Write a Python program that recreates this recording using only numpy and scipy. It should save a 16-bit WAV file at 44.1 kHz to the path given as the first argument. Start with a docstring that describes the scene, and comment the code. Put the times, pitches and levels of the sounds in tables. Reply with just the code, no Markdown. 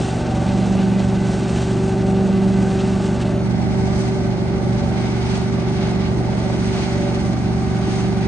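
"""An engine throbs under a fan's hum, a roar of air and a hiss of leaves: a truck-mounted leaf vacuum
working across a car park, heard from an upper floor. Its governed twin-cylinder engine puffs through a
muffler, knocks, rings its covers and turns a four-blade fan. Air resonates in the hose; loads of leaves
tick through it and clumps scrape the housing. The microphone is zoomed in and nearly mono at first,
then opens to wide stereo at about 3.4 s; a few soft booms follow."""
import sys
import numpy as np
from scipy import signal
from scipy.fft import rfft, irfft
from scipy.io import wavfile
from scipy.ndimage import uniform_filter1d, map_coordinates

SR = 44100
rng = np.random.default_rng(int(sys.argv[2]) if len(sys.argv) > 2 else 0)


def wav_out(sig):
    """Save sig, one row per channel (or a flat mono array), as 16-bit PCM at SR to the path in sys.argv[1]."""
    wavfile.write(sys.argv[1], SR, np.round(np.clip(np.atleast_2d(sig).T, -1, 1) * 32767).astype(np.int16))


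N = 364707
T = np.arange(N) / SR
HZ = np.maximum(np.arange(N // 2 + 1) * SR / N, 1)
SIDES = np.array([[.5], [-.5]])  # left and right shares of a difference


def undb(db):
    """Decibels to gain."""
    return 10 ** (np.asarray(db) / 20)


def unit(x):
    """Scale to rms 1."""
    return x / np.sqrt(np.mean(x ** 2))


def curve(table):
    """A (time, value) table, sample by sample."""
    return np.interp(T, *np.transpose(table))


def colour(points):
    """Gain per frequency from (Hz, dB) points."""
    hz, db = np.transpose(points)
    return undb(np.interp(np.log(HZ), np.log(hz), db))


def resonances(modes):
    """Gain per frequency of (Hz, width Hz, dB) resonances."""
    return np.sqrt(sum(undb(db) ** 2 / (1 + ((HZ ** 2 - hz ** 2) / (HZ * width_hz)) ** 2)
                       for hz, width_hz, db in modes))


def filtered(x, gain):
    """Apply a gain per frequency."""
    return irfft(rfft(x) * gain, N)


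def walk(rate_hz):
    """Smooth, bounded random drift with spread near 1."""
    points = rng.uniform(-2.3, 2.07, size=2048)
    return map_coordinates(points, [T * rate_hz], order=2, mode="wrap")


def hump(at_s, half_s, shape=2, tail=1):
    """A rise to 1 at at_s and a fall tail times as long; shape 1 is pointed, 2 round."""
    return np.exp(-np.abs((T - at_s) / np.where(T < at_s, half_s, half_s * tail)) ** shape)


# cylinder firings: (moment [cycles], strength [ratio])
FIRINGS = [(.104, 0.77), (.712, 0.73)]
# muffler chambers: (centre [Hz], width [Hz])
MUFFLER_MODES = [(56.8, 28.5), (137.5, 8.2), (273, 68)]
# exhaust harmonics: (order [per cycle], relative level [dB])
EXHAUST_LINES = [(2, -38), (3, -31.5), (4, -44.5), (5, -24), (6, -36.5), (7, -27), (9, -34), (10, -29.5),
                 (11, -45), (13, -38.5), (14, -40), (15, -41)]


def exhaust(cycle, openness, stray_db=0.93, gain_db=-0.6, pan_db=-1.2, zoom_tilt_db=1.6):
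    """Two unevenly spaced firings a cycle ring the muffler: a throb, brighter while zoomed in."""
    out = 0
    stumble = (.001 + .0008 * openness) * walk(24)  # no firing comes exactly on time
    force = undb(0.65 * walk(40))
    for order, db in EXHAUST_LINES:
        k = round(order)
        hz = k * cycle[-1] / T[-1]
        pair = sum(strength * np.exp(-2j * np.pi * k * at) for at, strength in FIRINGS)
        lag_rad = 2 * sum(np.arctan2(hz * width_hz, centre_hz ** 2 - hz ** 2)
                          for centre_hz, width_hz in MUFFLER_MODES)
        phase = 2 * np.pi * k * (cycle + stumble) + np.angle(pair) - lag_rad
        db = db + zoom_tilt_db * (.5 - openness) / (1 + (200 / hz) ** 8)
        db = db + stray_db * k / 10 * walk(5)  # moving air disturbs high lines most
        out = out - undb(db) * np.cos(phase)
    return np.sqrt(2) * force * out * undb(gain_db + SIDES * pan_db)


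# modes rung by the knock: (centre [Hz], width [Hz], relative level [dB])
KNOCK_MODES = [(503, 32, -13), (623, 47, 8.5), (691, 84, 7), (827, 180, -15.5)]


def knock(cycle, at_cycles=0.017, low_cut_hz=350, level_db=-40.8):
    """Once a cycle the engine gives a hard, hollow knock that rings down."""
    since_s = (cycle - at_cycles) % 1 * T[-1] / cycle[-1]
    ring = sum(undb(db) * np.exp(-np.pi * width_hz * since_s) * np.sin(2 * np.pi * hz * since_s)
               for hz, width_hz, db in KNOCK_MODES)
    strength = undb(2.6 * walk(24))
    radiated = filtered(ring * strength, 1 / (1 + (low_cut_hz / HZ) ** 2))  # small panels shed no bass
    return unit(radiated) * undb(level_db)


# cover harmonics: (order [per cycle], relative level zoomed [dB], relative level wide [dB])
COVER_LINES = [(18, -45, -53), (21, -49.5, -50), (30, -58, -49), (34, -47.5, -51), (35, -53, -54),
               (36, -49, -52), (48, -53.5, -56), (49, -58, -56), (51, -55, -57), (55, -58, -60),
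               (63, -50.5, -58), (64, -54, -58), (66, -57, -61), (84, -53, -57)]


def covers(cycle, openness, waver_rad_per_khz=0.47, patchy_db=3.0, gain_db=-1):
    """Engine covers resonate in thin, wavering lines; each side hears them by its own path."""
    out = np.zeros((2, N))
    for order, zoomed_db, wide_db in COVER_LINES:
        db = zoomed_db + (wide_db - zoomed_db) * openness
        gain = undb(db + gain_db + patchy_db * walk(11))
        phase = 2 * np.pi * round(order) * cycle
        khz = order * cycle[-1] / T[-1] / 1000
        path_drift = walk(20) + .5 * np.array([walk(11), walk(9)])
        out += gain * np.cos(phase + waver_rad_per_khz * khz * path_drift)
    return np.sqrt(2) * out


# turbulent exhaust gas: (frequency [Hz], relative density [dB])
GAS_SPECTRUM = [(40, -18.5), (80, -7), (112, 0), (130, -6.5), (155, -1.5), (180, -2), (205, 4), (228, -5.5),
                (255, -6), (335, -1.5), (395, -7.5), (425, -13), (520, -22.5), (900, -24), (1500, -58.5)]
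# low rumble: (frequency [Hz], relative density [dB])
RUMBLE_SPECTRUM = [(20, -24), (32, -25.5), (55, 8), (85, 9.5), (115, 3.5), (150, -8.5), (300, -34.5)]


def gas(cycle, decay_cycles=0.3, steady_flow=1.2, puff_db=-27, rumble_db=-34.5):
    """Each firing blows a turbulent puff out of the muffler, over a steady low rumble."""
    flow = steady_flow + sum(strength * np.exp(-((cycle - at) % 1) / decay_cycles)
                             for at, strength in FIRINGS)
    rumble = unit(filtered(rng.standard_normal(N), colour(RUMBLE_SPECTRUM)))
    puffs = unit(filtered(flow * rng.standard_normal(N), colour(GAS_SPECTRUM)))
    return undb(puff_db) * puffs + undb(rumble_db) * rumble


# blade harmonics 1-4: (relative level [dB])
BLADE_DB = [-26, -28.5, -43, -38.5]
# their places in wide stereo: (left minus right [dB], left lead [rad])
BLADE_PLACES = [(-8, -1.17), (3, -0.42), (-5.5, -0.17), (-1, 0.94)]
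# swells and fades as the hose is swung: (time [s], harmonic [number], change [dB], half length [s])
BLADE_SWELLS = [(0.0, 1, -18, 0.29), (0.556, 1, 3, 0.094), (0.88, 1, 10, 0.39), (2.41, 1, 10.7, 0.42),
                (2.98, 1, 4, 0.2), (3.652, 1, 3.5, 0.22), (8.15, 1, 3.5, .2), (0.285, 2, -14.5, 0.17),
                (0.684, 2, -12, 0.093), (0.994, 2, -6, 0.061), (1.466, 2, -1.5, .15), (2.198, 2, 5, 0.64),
                (3.59, 2, -9.5, 0.13), (4, 2, 2.5, 0.21), (4.79, 2, -4.5, 0.12), (6.375, 2, -3, .17),
                (7.34, 2, -13, 0.1), (0.42, 3, 2, 0.11), (1.152, 3, 3.5, .25), (2.123, 3, 6, 0.1),
                (2.55, 3, 3, 0.3), (3.298, 3, 9, 0.16), (3.85, 3, 6.5, 0.071), (4.831, 3, 12, 0.05),
                (5.5, 3, -19, 0.35), (7.05, 3, 12, 0.12), (7.293, 3, 8, 0.08), (7.648, 3, -12, 0.25),
                (0.448, 4, 5, 0.25), (1.576, 4, -14, 0.15), (2.08, 4, 6.5, 0.13), (2.72, 4, 5.5, 0.14),
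                (3.2, 4, -11, 0.26), (3.693, 4, 4.5, 0.21), (4.417, 4, -5, 0.2), (4.98, 4, 6.5, 0.06),
                (5.743, 4, -6, 0.48), (6.476, 4, 6.5, 0.05), (7.526, 4, 3, 0.17)]


def fan(cycle, openness, lag_cycles=0.1156, zoomed_width=0.31, waver_rad=0.09, flutter_db=0.42):
    """Four blades pass the outlet twice a cycle; uneven inflow makes the overtones flutter."""
    out = 0
    width = zoomed_width + (1 - zoomed_width) * openness
    for k, (db, (pan_db, lead_rad)) in enumerate(zip(BLADE_DB, BLADE_PLACES), 1):
        db = db + sum(change_db * hump(at_s, half_s)
                      for at_s, harmonic, change_db, half_s in BLADE_SWELLS if round(harmonic) == k)
        db = db + k * flutter_db * walk(16) + SIDES * width * pan_db
        phase = 2 * np.pi * k * 8 * (cycle - lag_cycles)
        phase = phase + k * waver_rad * walk(16) + SIDES * width * lead_rad
        out = out - undb(db - 1) * np.cos(phase)  # each blade leaves a dip in pressure
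    return np.sqrt(2) * out


# hose and housing resonances, before sharpening: (centre [Hz], width [Hz], relative level [dB])
HOSE_MODES = [(452, 73, -4), (592.5, 71, -0.5), (737, 58, -2), (875, 44, -3)]
# hollow roar: (time [s], level [dB])
ROAR_LEVELS = [(0, -34), (.35, -34), (.85, -34.5), (1.6, -38.5), (2.2, -35), (2.9, -38), (3.8, -35.5),
               (4.8, -33.5), (5.5, -38), (6.28, -32.5), (6.52, -33), (6.72, -42.5), (7.07, -33),
               (7.4, -39.5), (8.27, -37.5)]


def hose(cycle, chop=0.23, sharpen=1.7, flex=.012, swell_db=0.36):
    """Air chopped by the blades roars in the hose, whose resonances shift as it flexes."""
    chopped = (1 + chop * np.cos(2 * np.pi * 8 * cycle)) * rng.standard_normal(N)
    roar = filtered(chopped, resonances(HOSE_MODES) ** sharpen)
    flexed = map_coordinates(roar, [np.cumsum(1 + flex * walk(3))], order=1, mode="mirror")
    return unit(flexed) * undb(curve(ROAR_LEVELS) + swell_db * walk(4.6))


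# air leaving the chute: (frequency [Hz], relative density [dB])
RUSH_SPECTRUM = [(200, -4.5), (520, -3), (680, 5), (900, 6.5), (1050, 0), (1180, 4.5), (1260, 0),
                 (1500, 3.5), (1750, -3), (2150, 0.5), (2900, -20), (4500, -15), (9000, -55.5)]


def chute(rise_db, openness, base_db=-38, follow=0.41, wide_db=1.16):
    """Air rushes out of the chute, louder with each load of leaves."""
    rush = unit(filtered(rng.standard_normal(N), colour(RUSH_SPECTRUM)))
    return rush * undb(base_db + follow * rise_db + wide_db * openness)


# loads of leaves: (time [s], hiss rise [dB], half length [s], added brightness [dB])
LEAF_LOADS = [(0.054, 6.5, 0.15, 4), (0.5, 2, 0.032, -3), (0.642, 3.5, 0.41, 1.5), (0.8, 2.5, .04, -1),
              (1.015, 4.5, 0.031, -2.5), (1.13, 1, .035, 3), (1.322, 3, .08, 5), (1.607, 6.5, 0.2, 1),
              (1.892, 2.5, .04, 9), (2.825, 4.8, 0.2, 2.5), (3.06, 4.5, 0.052, 3.5), (3.218, 5.5, 0.036, 4),
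              (3.63, 1.5, .03, -4), (4.02, 6, 0.2, 7), (4.786, 3.5, .04, 2), (5.044, 4.5, 0.17, 0.5),
              (5.336, 8.5, 0.14, -0.5), (5.852, 6.5, 0.21, -5), (6.052, 5.5, 0.027, -5.5),
              (6.42, 2.5, .1, 0), (6.535, 3, .015, -2.5), (6.808, 8, 0.23, -1.5), (7.152, 4, 0.46, 2),
              (7.972, 8.2, 0.2, 2), (8.246, 5, 0.036, -1)]


def feed(cycle, base_bright_db=-1.5, throb_db=0.5):
    """Loads sucked up the hose lift and colour the hiss; it flickers with clumps and each fan turn."""
    rise_db, bright_db = 0, base_bright_db
    for at_s, db, half_s, added_db in LEAF_LOADS:
        passing = hump(at_s, half_s, shape=1.15, tail=0.67)
        rise_db = rise_db + db * passing
        bright_db = bright_db + added_db * passing
    clumps_db = walk(45)
    clumps_db = clumps_db - uniform_filter1d(clumps_db, size=SR // 14)  # only the quick changes
    flicker_db = clumps_db + throb_db * np.cos(2 * np.pi * 2 * cycle)
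    return rise_db, flicker_db, bright_db


# dry leaves in fan and duct: (frequency [Hz], relative density [dB])
LEAF_SPECTRUM = [(800, -10.5), (1800, -0.5), (2700, 2), (3600, -0.5), (4500, 0.5), (5200, -1.5),
                 (5700, -1.5), (6600, -5), (7200, -7.5), (8900, -8.5), (9600, -20)]


def leaves(lift_db, bright_db, ticks_per_s=3000, scatter_db=3.5, noise_ratio=1.8, base_db=-42):
    """Dry leaves tick against impeller and duct, so densely that they merge into a hiss."""
    tilt_db = bright_db + 2.0 * walk(20)
    hits = rng.random(N) < ticks_per_s / SR
    size_db = scatter_db * np.minimum(rng.exponential(size=N), np.pi)
    ticks = hits * rng.uniform(-1.27, 1, N) * undb(size_db)
    hiss = unit(filtered(unit(ticks) + noise_ratio * rng.standard_normal(N), colour(LEAF_SPECTRUM)))
    crisp = filtered(hiss, 1 / (1 + (5200 / HZ) ** 6))  # small dry scraps make the top octave
    tilted = (hiss - crisp) * undb(-.25 * tilt_db) + crisp * undb(.5 * tilt_db)
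    return tilted * undb(base_db + lift_db)


# scraping clumps: (time [s], level [dB], half length [s], centre [Hz])
RASPS = [(1.58, -46, .08, 2050), (5.07, -44, 0.16, 2130), (6.6, -44.5, 0.13, 2050),
         (6.973, -37, 0.082, 2090), (8.224, -44, .05, 2150)]


def rasps(cycle, width_hz=420, sharpen=1.4, chop=0.38, grit_db=3.5):
    """Clumps of leaves scrape round the fan housing, once a turn, and make it ring."""
    scrape = (1 + chop * np.cos(2 * np.pi * 2 * cycle)) * undb(grit_db * walk(70))
    out = 0
    for at_s, db, half_s, hz in RASPS:
        ring = filtered(scrape * rng.standard_normal(N), resonances([(hz, width_hz, 0)]) ** sharpen)
        out = out + unit(ring) * undb(db) * hump(at_s, half_s)
    return out


# low booms: (time [s], level [dB], half length [s], centre [Hz])
BOOMS = [(3.927, -29, 0.12, 66.6), (4.375, -28.5, 0.21, 87), (4.745, -25.5, 0.11, 106),
         (6.78, -31, 0.15, 114)]


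def booms(width_hz=48, sharpen=2):
    """Soft swells of low rumble."""
    out = 0
    for at_s, db, half_s, hz in BOOMS:
        rumble = filtered(rng.standard_normal(N), resonances([(hz, width_hz, 0)]) ** sharpen)
        out = out + unit(rumble) * undb(db) * hump(at_s, half_s)
    return out


def spread(mid, side, width_points):
    """Share the power between what both sides have in common and what differs."""
    width = colour(width_points)
    norm = 1 / np.sqrt(1 + width ** 2)
    return filtered(mid, norm) + 2 * SIDES * filtered(side, width * norm)


# stereo width, zoomed in: nearly mono, with a faint wide hiss above 9 kHz:
# (frequency [Hz], side minus mid [dB])
SIDE_ZOOMED = [(60, -15), (200, -11.5), (900, -12.5), (1800, -16), (3000, -27), (5000, -40), (8800, -39.5),
               (9300, 8)]
# microphone response, zoomed in: (frequency [Hz], gain [dB])
RESPONSE_ZOOMED = [(100, -1), (190, 0), (250, 0.5), (320, 0), (520, 3.5), (800, 0.5), (1500, 0.5),
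                   (1800, -0.5), (2150, -4), (2650, 2.5), (2900, 0), (3600, 0), (5000, -3), (7200, 1.5),
                   (9000, 1.5)]
# stereo width, wide: diffuse sound off trees and houses: (frequency [Hz], side minus mid [dB])
SIDE_WIDE = [(60, -32), (120, -8.5), (300, -13), (600, -4.5), (950, -4), (1450, -1.5), (2100, -1.5),
             (2900, -3.5), (4200, -2.5), (5300, -3), (6400, -6), (7300, -8.5), (8800, -16.5)]
# phase between the sides, wide: (frequency [Hz], left lead [rad])
LEAD_WIDE = [(350, -0.14), (750, 0.4), (1350, 0.15), (1550, 2), (2250, 1), (2650, 3), (4200, 2.5),
             (5400, 3.4), (6450, 1.2), (7100, 2.5), (8000, 5), (8500, 0.5), (9000, 2.5), (9500, -10)]
# balance, wide: (frequency [Hz], left minus right [dB])
BALANCE_WIDE = [(100, -4), (350, 2.5), (650, -6), (1100, 0.5), (1550, -3), (2100, -5), (3000, 0.5),
                (6000, 3.5), (7500, 0)]


def microphone(mid, side, openness):
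    """The zoom crossfades the machine's noise from nearly mono to wide stereo."""
    zoomed = filtered(spread(mid, side, SIDE_ZOOMED), colour(RESPONSE_ZOOMED))
    lead_rad = np.interp(HZ, *np.transpose(LEAD_WIDE))
    placement = colour(BALANCE_WIDE) ** SIDES * np.exp(1j * SIDES * lead_rad)
    wide = filtered(spread(mid, side, SIDE_WIDE), placement)
    return (1 - openness) * zoomed + openness * wide


# governed crankshaft: (time [s], speed [turns/s])
CRANK_SPEED = [(0, 47.86), (.6, 48.02), (1.4, 47.94), (2.1, 48.02), (3.0, 48.01), (3.6, 48.12),
               (4.4, 47.96), (5.3, 48.06), (6.2, 47.91), (7.3, 48.0), (7.8, 47.88), (8.27, 48.08)]
# microphone zoom: (time [s], openness [0 zoomed in, 1 wide])
ZOOM = [(0, 0), (3.3, 0), (3.48, 1), (8.27, 0.9)]


def scene():
    """Tones come straight from the machine; its noise is drawn twice, as mid and side, for width."""
    cycle = np.cumsum(curve(CRANK_SPEED)) / SR / 2  # a four-stroke cycle takes two turns
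    openness = curve(ZOOM)
    rise_db, flicker_db, bright_db = feed(cycle)
    mid, side = (gas(cycle) + hose(cycle) + chute(rise_db, openness)
                 + leaves(rise_db + flicker_db, bright_db) + rasps(cycle) for _ in range(2))
    engine = exhaust(cycle, openness) + knock(cycle) + covers(cycle, openness)
    return engine + fan(cycle, openness) + microphone(mid, side, openness) + booms()


def record(dry, top_hz=9600):
    """A steep low-pass cuts the top."""
    return signal.sosfilt(signal.ellip(8, .2, 70, top_hz, fs=SR, output="sos"), dry)


dry = scene()
out = record(dry)
wav_out(out)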